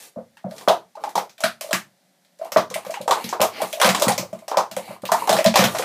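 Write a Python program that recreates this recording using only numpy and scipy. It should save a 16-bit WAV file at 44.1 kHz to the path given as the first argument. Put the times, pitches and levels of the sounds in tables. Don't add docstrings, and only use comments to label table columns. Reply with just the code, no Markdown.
import sys
import numpy as np
from scipy import signal
from scipy.io import wavfile

SR = 44100
rng = np.random.default_rng(int(sys.argv[2]) if len(sys.argv) > 2 else 0)


def boost_factor(decibels):
    exponent = np.asarray(decibels, float) / 20
    return 10 ** exponent


def master(y):
    cut = np.clip(np.atleast_2d(y).T, -1, 1)
    pcm = np.round(cut * 32767)
    wavfile.write(sys.argv[1], SR, pcm.astype(np.int16))


N = 257544


def rms_one(x):
    return x / np.sqrt(np.mean(x ** 2) + 1e-20)


def at_hz(points, hz):
    table_hz, values = np.transpose(points)
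    return np.interp(np.log(hz), np.log(table_hz), values)


def cut(x, hz, kind):
    return signal.sosfilt(signal.butter(2, hz, kind, fs=SR, output="sos"), x)


def ring(force, hz, t60):
    r, w = boost_factor(-60 / (t60 * SR)), 2 * np.pi * hz / SR
    return signal.lfilter([0, np.sin(w)], [1, -2 * r * np.cos(w), r * r], force + 1e-18)


def ring_all(force, modes):
    return sum(boost_factor(db) * ring(force, hz, t60) for hz, db, t60 in modes)


def clicks(times, gains):
    out = np.zeros(N)
    np.add.at(out, np.clip((np.asarray(times) * SR).astype(int), 0, N - 1), gains)
    return out


def strike(times, level_db, modes, spread_db):
    luck = rng.standard_normal((len(times), 2, len(modes)))
    gains = boost_factor(level_db[:, None] + spread_db * luck[:, 0]) * np.sign(luck[:, 1])
    out = np.zeros(N)
    for k, (hz, db, t60) in enumerate(modes):
        out += boost_factor(db) * ring(clicks(times, gains[:, k]), hz, t60)
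    return out


def octave_noise(size, shape):
    white = rng.standard_normal((2, size))
    edges = 35 * 2 ** np.arange(0, 9.1, .5)
    out = np.zeros(size)
    for k, (low, high) in enumerate(zip(edges, edges[1:])):
        out += shape(np.sqrt(low * high)) * cut(white[k % 2], [low, high], "band")
    return out


# frequency in Hz, level in dB per Hz.
HUSH = [(24, -63), (40, -33), (115, -18), (176, -2), (467, -20), (556, -3), (965, -20), (2260, -15),
        (2770, -22), (3300, -15), (3740, -18), (14500, -25), (16000, -34)]


def hush():
    air = rms_one(octave_noise(N, lambda hz: boost_factor(at_hz(HUSH, hz))))
    return boost_factor(-64.5) * (air + hum())


# frequency in Hz, level over the hush in dB, t60 in seconds.
HUM = [(180.8, -5, 0.25), (560, -9.5, 0.12)]


def hum():
    return sum(boost_factor(db) * rms_one(ring(rng.standard_normal(N), hz, t60)) for hz, db, t60 in HUM)


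# start in seconds, end in seconds, rattle level in dB,
# rim ring over rattle in dB, hollow rub over rattle in dB.
SLIDE = [(-.1, 0.11, -44.5, -22, -7), (0.487, 0.69, -52, -11, 4), (0.983, 1.14, -56.5, 2, 12),
         (1.612, 1.713, -47.5, -15, -6), (2.388, 2.51, -57.5, 4, 0.5), (2.797, 3.01, -52, 2.5, 2),
         (3.104, 3.35, -43.5, 2.5, -2), (3.499, 3.692, -51.5, 15, 4), (3.564, 3.82, -43, -17, -4.5),
         (3.913, 4.1, -42.5, -13, 12), (4.225, 4.5, -61.5, 0, 5.5), (4.784, 4.989, -48.5, 3, -1),
         (5.113, 5.296, -39, -0.5, -0.5), (5.316, 5.442, -34.5, -24, 6), (5.628, 5.95, -38.5, -26, 4.5)]


def slide():
    t = np.arange(N) / SR
    hits = rng.random(N) < 5000 / SR
    grain_size = boost_factor(2.2 * np.minimum(rng.exponential(1, N), 4))
    grains = hits * grain_size * rng.choice([-1, 1], N)
    rattle = rms_one(cut(grains, [1500, 12000], "band"))
    rim = rms_one(ring_all(grains, RIM))
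    rub = rms_one(ring(grains, 547.6, 0.046) + ring_all(grains, CUP_WALL))
    out = np.zeros(N)
    for start, end, db, rim_db, rub_db in SLIDE:
        stroke = np.sin(np.pi * np.clip((t - start) / (end - start), 0, 1))
        out += boost_factor(db) * stroke * (rattle + boost_factor(rim_db) * rim + boost_factor(rub_db) * rub)
    return out


# peak time in seconds, peak in dB, cavity in Hz.
SET_DOWNS = [(0.165, -30.5, 584), (0.177, -28.5, 660), (0.189, -26, 540), (0.446, -25.5, 700),
             (0.468, -26, 571), (0.521, -30.5, 610), (0.956, -33.5, 845), (1.077, -26, 824),
             (5.466, -8, 603), (1.444, -13, 650), (1.647, -28.5, 590), (1.694, -29.5, 620),
             (1.751, -22, 1137), (2.399, -35, 590), (2.418, -21.5, 657), (2.869, -26.5, 543),
             (2.9, -21.5, 640), (2.974, -25, 816), (3.011, -25.5, 560), (3.062, -32, 580),
             (3.585, -39, 620), (3.737, -23.5, 620), (3.775, -27.5, 660), (4.1, -12, 776),
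             (4.233, -26.5, 566), (4.333, -24, 620), (5.224, -16.5, 1000), (5.379, -25, 563),
             (5.392, -10, 604), (5.454, -7.5, 636)]
# peak time in seconds, peak in dB, cavity in Hz.
BUMPS = [(0.373, -51.5, 880), (0.614, -37, 1034), (0.701, -5.5, 654), (0.976, -33, 625), (2.458, -32, 677),
         (2.716, -29, 500), (2.762, -21.5, 620), (3.082, -13.5, 1005), (3.124, -8, 1000),
         (3.176, -22.5, 935), (3.298, -36.5, 865), (3.436, -10.5, 637), (3.564, -41, 1300),
         (4.071, -17.5, 1040), (4.114, -20, 795), (4.519, -19.5, 1020), (4.547, -18, 980),
         (4.591, -13.5, 984), (4.718, -34, 650), (4.882, -34.5, 760), (4.911, -29.5, 584),
         (4.966, -36.5, 1030), (5.094, -20.5, 960), (5.148, -15, 890), (5.279, -15.5, 820),
         (5.288, -18, 780), (5.367, -26, 780), (5.681, -25, 567), (5.733, -39, 780), (5.799, -20, 510)]
# contact time in seconds, pop in dB, cavity in Hz, crack in dB.
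KNOCKS = [(0.676, -6.5, 600, -22.5), (1.0375, -20.5, 860, -22), (1.154, -13, 966, -13),
          (1.1771, -15.5, 850, -14.5), (1.4042, -33.5, 640, -21), (1.6097, -30.5, 620, -15),
          (1.709, -20, 610, -21.5), (1.7299, -24, 640, -10.5), (2.519, -28, 570, -16),
          (2.561, -3, 628, -29), (2.849, -34, 780, -30), (2.9392, -25.5, 1000, -48), (3.1091, -9, 1090, -4),
          (3.327, -15, 1010, -42), (3.397, -16, 535, -37), (3.4141, -10.5, 584, -5),
          (3.617, -15.5, 605, -13), (3.9469, -15, 1060, -8), (4.0205, -10, 589, -4.5),
          (4.081, -13.5, 527, -3.5), (4.1785, -21.5, 573, -8), (4.48, -27.5, 620, -19.5),
          (4.5707, -9.5, 578, -8), (4.765, -33, 550, -18), (5.036, -24.5, 560, -45),
          (5.1177, -8, 690, -6.5), (5.293, -9, 627, -3.5), (5.3274, -10.5, 667, -6), (3.857, -12, 673, -9),
          (5.746, -20.5, 657, -30)]
# peak time in seconds, peak in dB, cavity in Hz.
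NESTINGS = [(1.391, -44, 690), (1.429, -30, 610), (2.579, -12, 620), (3.101, -15, 560), (3.246, -34, 480),
            (3.606, -21.5, 776), (3.788, -31, 590), (4.014, -23, 616), (4.426, -39.5, 630),
            (4.773, -18, 550), (5.241, -24, 960), (5.831, -26, 527)]


def pop_rows():
    # events, wall modes over cavity tone (dB), length of a 600 Hz pop (ms), timed at contact
    kinds = [(KNOCKS, -6.5, 13.7, True), (falling_cups(), -5, 18, True),
             (SET_DOWNS, -19, 15.43, False), (BUMPS, -7, 16.6, False), (NESTINGS, -16, 15.86, False)]
    rows = []
    for table, wall_db, ms, struck in kinds:
        for s, db, hz, *_ in table:
            length = np.clip(ms * (600 / hz) ** 0.6, 4, 45) / 1000
            peak_s = s + struck * 0.328 * length
            rows.append((peak_s, db, hz, wall_db, length))
    return rows


def puffs(s, gain, hz, length_s):
    out = np.zeros(N + SR)
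    for at, g, f, length in zip(s, gain, hz, length_s):
        t = np.arange(int(length * SR)) / SR
        start = int((at - .37 * length) * SR)
        swell = np.sin(np.pi * (t / length) ** .7) ** 2
        out[start:start + len(t)] += g * swell * np.sin(2 * np.pi * f * t)
    return out[:N]


# frequency in Hz, level in dB, t60 in seconds.
CUP_WALL = [(395, -24, 0.028), (453.4, -12.5, 0.051), (780, 7, 0.018), (904, -7.5, 0.038),
            (1030, -3.5, 0.081), (1220, 6, 0.0037), (1172, -6, 0.047), (1760, -14, 0.0043)]


def pops():
    s, peak_db, hz, wall_db, length_s = np.transpose(pop_rows())
    cavity = puffs(s, boost_factor(peak_db + 1.25), hz, length_s)
    wall = strike(s - 0.295 * length_s, peak_db + wall_db, CUP_WALL, spread_db=3.5)
    return cavity, cut(wall, [330, 1500], "band")


# time in seconds, peak in dB.
THUMPS = [(0.167, -23.5), (0.445, -22.5), (0.676, -20), (1.162, -30.5), (1.438, -23.5), (1.731, -19.5),
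          (2.518, -37), (2.567, -17), (2.701, -33.5), (2.752, -30), (2.863, -35), (3.001, -27.5),
          (3.101, -32), (3.243, -26), (3.403, -13.5), (3.627, -28), (4.067, -9.5), (4.121, -36),
          (4.19, -20), (4.327, -28.5), (4.57, -26.5), (4.713, -30), (4.766, -31), (4.887, -32),
          (5.031, -25.5), (5.111, -27), (5.299, -14.5), (5.339, -20), (5.459, -9.5), (5.789, -39)]


def thump_rows():
    rows = list(THUMPS)
    for s, gap, _, _, desk_db in COLLAPSES:
        for cup in (len(PILE) // 2, len(PILE) - 1):
            rows.append((s + cup * gap, desk_db))
    return rows


# frequency in Hz, level in dB, t60 in seconds.
DESK = [(108, -1.5, 0.073), (181.5, 7, 0.057), (226.8, -5.5, 0.24), (350, -9.5, 0.1), (394, -1, 0.048)]


def thumps():
    s, peak_db = np.transpose(thump_rows())
    desk = strike(s, peak_db - 4.0, DESK, spread_db=4.0)
    return cut(cut(desk, 350, "low"), 370, "low")


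# peak time in seconds, peak in dB, low clack over whole in dB.
CLACKS = [(0.3698, -37.5, -3.5), (0.4883, -46, -13), (0.509, -34, -6), (0.683, -3.5, -17),
          (1.437, -4.5, -0.5), (1.7293, -9, 6.5), (1.0051, -46.5, -11), (1.6378, -31, -12),
          (2.414, -45.5, 0), (2.57, -5.5, -9), (2.9394, -20, 4), (3.3287, -20, -31), (3.4038, -14, -2.5),
          (3.428, -16, 1), (4.1185, -11.5, -23), (4.5124, -19, -22), (5.0785, -23.5, -16),
          (5.3653, -10.5, -3), (5.3869, -12, 4), (5.4602, -3, -4), (5.6384, -8.5, 0), (5.75, -16, -1.5),
          (5.7672, -24.5, 4), (5.8232, -19, 3)]
# peak time in seconds, peak in dB.
TICKS = [(0.5629, -33.5), (0.5804, -24.5), (0.6103, -30), (0.9535, -40.5), (1.092, -29.5), (1.2943, -33.5),
         (1.3803, -33), (3.889, -14.5), (1.6885, -34), (2.2473, -46), (2.3876, -39), (2.4463, -33),
         (2.7009, -25), (2.7413, -13.5), (2.864, -28.5), (2.9067, -24), (3.013, -25), (3.0775, -12.5),
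         (3.241, -16.5), (3.2893, -16.5), (3.7274, -14), (3.997, -15), (4.329, -35.5), (4.3889, -37),
         (4.7128, -24.5), (5.019, -39), (5.0528, -17), (5.2728, -16.5), (5.4424, -9.5), (5.7845, -10.5)]


def crack_rows():
    rows = [(s, db, -3, -6.5) for s, _, _, db in KNOCKS]
    rows += [(s, db, -6, -2) for s, _, _, db in falling_cups()]
    rows += [(s, db, -2.5, -7) for s, db in TICKS]
    rows += [(s, db, -8, clack_db) for s, db, clack_db in CLACKS]
    return rows


# frequency in Hz, level in dB, t60 in seconds.
RIM = [(2300, -5, .012), (2900, 3, .003), (4400, 3, .002)]


def cracks():
    s, peak_db, bright_db, clack_db = np.transpose(crack_rows())
    fall, rise = boost_factor(-60 / (.016 * SR)), boost_factor(-60 / (.008 * SR))
    edges = 1400 * 2 ** (np.arange(15) / 4)
    splinters = rng.standard_normal((2, N)) * boost_factor(6.1 * rng.standard_normal(N))
    favour_db = 3.5 * rng.standard_normal((len(s), len(edges)))
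    out = np.zeros(N)
    for k, band in enumerate(zip(edges, edges[1:])):
        if k < 4:
            part_db = clack_db - 3.0
        elif k < 8:
            part_db = -7.5
        else:
            part_db = bright_db - 1.0 * (k - 6)
        blows = clicks(s, boost_factor(peak_db + part_db + favour_db[:, k] - 9.5))
        burst = signal.lfilter([1 - rise], np.convolve([1, -fall], [1, -rise]), blows)
        out += burst * rms_one(cut(splinters[k % 2], band, "band"))
    return out + boost_factor(-51.5) * ring_all(out, RIM)


# frequency in Hz, level in dB, t60 in seconds.
LIP = [(1884, -9, 0.035), (2337, -7.5, 0.045), (3280, -5.5, 0.03), (4050, -3.5, 0.029), (5400, -2.5, 0.02)]


def lips():
    s, peak_db, *_ = np.transpose(crack_rows())
    return strike(s + 0.001499, peak_db - 17.5, LIP, spread_db=4.5)


# start in seconds, gap between cups in seconds, pop in dB, crack in dB, desk in dB.
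COLLAPSES = [
    (3.799, 0.0152, -13.5, -5, -15.5),
    (5.54, 0.0165, -12, -4, -6.5),
]
# cavity in Hz, pop in dB, crack in dB.
PILE = [
    (620, -5, -8),
    (1030, 5, 6),
    (560, -2.5, -3),
    (550, -0.6, 3.5),
    (714, -6, -4),
    (515, -3, -6.5),
    (700, -5.5, 1.5),
]


def falling_cups():
    rows = []
    for s, gap, pop_db, crack_db, _ in COLLAPSES:
        for k, (hz, pop, crack) in enumerate(PILE):
            rows.append((s + k * gap, pop_db + pop, hz, crack_db + crack))
    return rows


# frequency in Hz, t60 in seconds.
ROOM_T60 = [(100, 0.39), (500, 0.2), (2000, 0.19), (8000, 0.19)]
# delay in seconds, level in dB.
ECHOES = [(.004, -10.5), (.011, -25.5)]


def room(x, tail_db):
    t = np.arange(SR // 2) / SR
    tail = octave_noise(len(t), lambda hz: boost_factor(-60 * t / at_hz(ROOM_T60, hz)))
    tail *= 1 - np.exp(-t / 0.003)
    answer = boost_factor(tail_db) * tail / np.sqrt(np.sum(tail ** 2))
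    direct = (0.00056, 0.0035)
    for lag, db in [direct] + list(ECHOES):
        answer[int(lag * SR)] += boost_factor(db)
    return signal.fftconvolve(x, answer)[:N]


def wash(x, tail_db):
    white = rng.standard_normal((2, N))
    edges = 315 * 2 ** (np.arange(18) / 3)
    fill = np.exp(-1 / (0.0025 * SR))
    out = x.copy()
    for k, band in enumerate(zip(edges, edges[1:])):
        keep = boost_factor(-120 / (at_hz(ROOM_T60, band[0]) * SR))
        power = signal.lfilter([1 - fill], [1, -fill], cut(x, band, "band") ** 2)
        stored = signal.lfilter([1 - keep], [1, -keep], power * boost_factor(2 * tail_db))
        out += np.sqrt(stored) * rms_one(cut(white[k % 2], band, "band"))
    return out


def scene():
    cavity, wall = pops()
    soft = room(cavity + thumps() + slide(), tail_db=-6.5)
    hard = wash(cracks() + lips() + wall, tail_db=2.0)
    return (soft + hard + hush())[None]


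def band_limit(x):
    return signal.sosfilt(signal.butter(12, 16450, fs=SR, output="sos"), x)


def record(dry):
    thin = cut(cut(dry, 200, "high"), 75, "high")
    rounded = .76 * np.tanh(thin / .76)
    top_cut = signal.cheby2(10, 30, 15700, fs=SR, output="sos")
    return band_limit(signal.sosfilt(top_cut, rounded))


dry = scene()
out = record(dry)
master(out)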